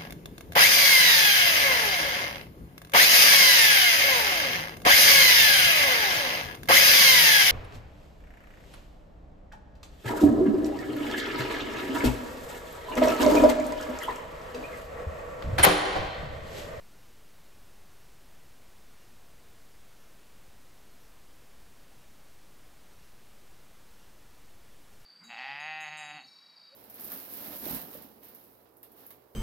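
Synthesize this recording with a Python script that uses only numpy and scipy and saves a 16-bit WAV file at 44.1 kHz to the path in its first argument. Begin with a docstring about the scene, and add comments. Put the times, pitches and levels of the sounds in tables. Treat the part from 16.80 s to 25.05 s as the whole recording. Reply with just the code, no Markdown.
"""Beside a hot tub at night, the water calm: an even pink rush fills the sound.
The rush is most likely the hiss of a camera's own microphone. Its electronics seem to leak in too:
a low hum at the frame rate and, once a second, two bursts of faint thin whine from pulse trains,
with a soft fizz around them."""
import sys
import numpy as np
from scipy import signal
from scipy.fft import rfft, irfft
from scipy.io import wavfile

SR = 44100
rng = np.random.default_rng(int(sys.argv[2]) if len(sys.argv) > 2 else 0)


def wrap_up_sound(samples):
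    """Save the sound to the file named by the first command line argument, as 16-bit audio."""
    columns = np.atleast_2d(samples).T
    # keep every value between -1 and 1, then stretch to whole-number steps
    tamed = np.clip(columns, -1, 1)
    steps = np.round(tamed * 32767).astype(np.int16)
    wavfile.write(sys.argv[1], SR, steps)


N = 363825

# Hiss spectrum. Each row: frequency in Hz, relative density in dB.
HISS_SPECTRUM = [(3, 9.5), (10, 5), (40, 0.16), (100, -3), (250, -7.5), (630, -11), (1600, -15),
                 (4000, -19.5), (8000, -22.5), (11000, -23.5), (14600, -24), (15600, -27)]


def microphone_hiss(rms_db=-58):
    """Microphone self-noise: falls about 3 dB an octave, levels out in the treble."""
    return shaped_noise(HISS_SPECTRUM, rms_db)


def frame_hum(frame_hz=29.97, rms_db=-71):
    """Picture readout loads the supply once a frame: a soft, very low tone."""
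    t = np.arange(N) / SR
    return sine(t, frame_hz, rms_db)


# Bursts in one cycle. Each row: start in seconds, length in seconds, level in dB.
BURSTS = [(0.112, .036, -80.5), (0.186, 0.067, -86.5)]
# Pulse rate in Hz: first burst, second burst.
PULSE_RATES_HZ = [356.2, 349.55]
# Whine partials. Each row: multiple of the pulse rate, gain in dB in burst one, gain in dB in burst two.
WHINE_PARTIALS = [(4, 6, 7.5), (5, -14, 8), (8, -15, 7), (12, 1, -19), (16, -17, 3.5), (24, 1, -10),
                  (32, -1, -16), (33, -18, 8), (34, -15, -15)]


def data_whine(t, cycle_time_s, edge_s=0.013):
    """Two short pulse trains a second leak into the microphone line, each at its own rate."""
    whine = np.zeros(N)
    for burst, (start_s, length_s, burst_db) in enumerate(BURSTS):
        gate = ramped_gate(cycle_time_s, start_s, length_s, edge_s)
        on = gate > 0
        for multiple, *gains_db in WHINE_PARTIALS:
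            partial_hz = multiple * PULSE_RATES_HZ[burst]
            whine[on] += gate[on] * sine(t[on], partial_hz, burst_db + gains_db[burst])
    return whine


# Fizz spectrum. Each row: frequency in Hz, relative density in dB.
FIZZ_SPECTRUM = [(400, -12), (1400, -8), (2800, 4), (4200, -11), (5700, 4.5), (7500, -8), (10500, -16),
                 (11600, 2), (12800, -11)]


def data_fizz(cycle_time_s, rms_db=-74.5, linger_s=0.059, edge_s=0.023):
    """Partly irregular pulses spread noise around the strong partials; it outlasts the second burst."""
    (first_start_s, first_length_s, _), (second_start_s, second_length_s, _) = BURSTS
    first_gate = ramped_gate(cycle_time_s, first_start_s, first_length_s, edge_s)
    second_gate = ramped_gate(cycle_time_s, second_start_s, second_length_s + linger_s, edge_s)
    return (first_gate + second_gate) * shaped_noise(FIZZ_SPECTRUM, rms_db)


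def cycle_clock(t, period_s=1.001, jitter_s=0.0066):
    """Seconds into the burst cycle; each cycle runs slightly early or late."""
    cycle, elapsed_s = np.divmod(t, period_s)
    shifts_s = jitter_s * rng.standard_normal(int(cycle[-1]) + 1)
    return elapsed_s + shifts_s[cycle.astype(int)]


def ramped_gate(t, start_s, length_s, edge_s):
    """Gate from 0 to 1 with linear edges."""
    inside_s = np.minimum(t - start_s, start_s + length_s - t)
    return np.clip(inside_s / edge_s + .5, 0, 1)


def shaped_noise(spectrum, rms_db):
    """Steady noise shaped by (Hz, dB) points."""
    points_hz, points_db = np.transpose(spectrum)
    bins_hz = np.maximum(np.arange(N // 2 + 1) * SR / N, 1)
    bins_db = np.interp(np.log(bins_hz), np.log(points_hz), points_db)
    noise = irfft(rfft(rng.standard_normal(N)) * undb(bins_db), N)
    return noise * undb(rms_db) / np.std(noise)


def sine(t, hz, rms_db):
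    """Sine at a random phase."""
    return np.sqrt(2) * undb(rms_db) * np.sin(2 * np.pi * (hz * t + rng.random()))


def undb(db):
    """Decibels to gain."""
    return 10 ** (db / 20)


def scene():
    """One microphone feeds both channels alike."""
    t = np.arange(N) / SR
    cycle_time_s = cycle_clock(t)
    mono = microphone_hiss() + frame_hum() + data_whine(t, cycle_time_s) + data_fizz(cycle_time_s)
    return np.array([mono, mono])


def record(dry, cutoff_hz=15700, dc_offset=-0.00336):
    """The converter cuts the top steeply and rests slightly below zero."""
    lowpass = signal.ellip(12, .1, 80, cutoff_hz, fs=SR, output="sos")
    return signal.sosfilt(lowpass, dry) + dc_offset


dry = scene()
out = record(dry)
wrap_up_sound(out)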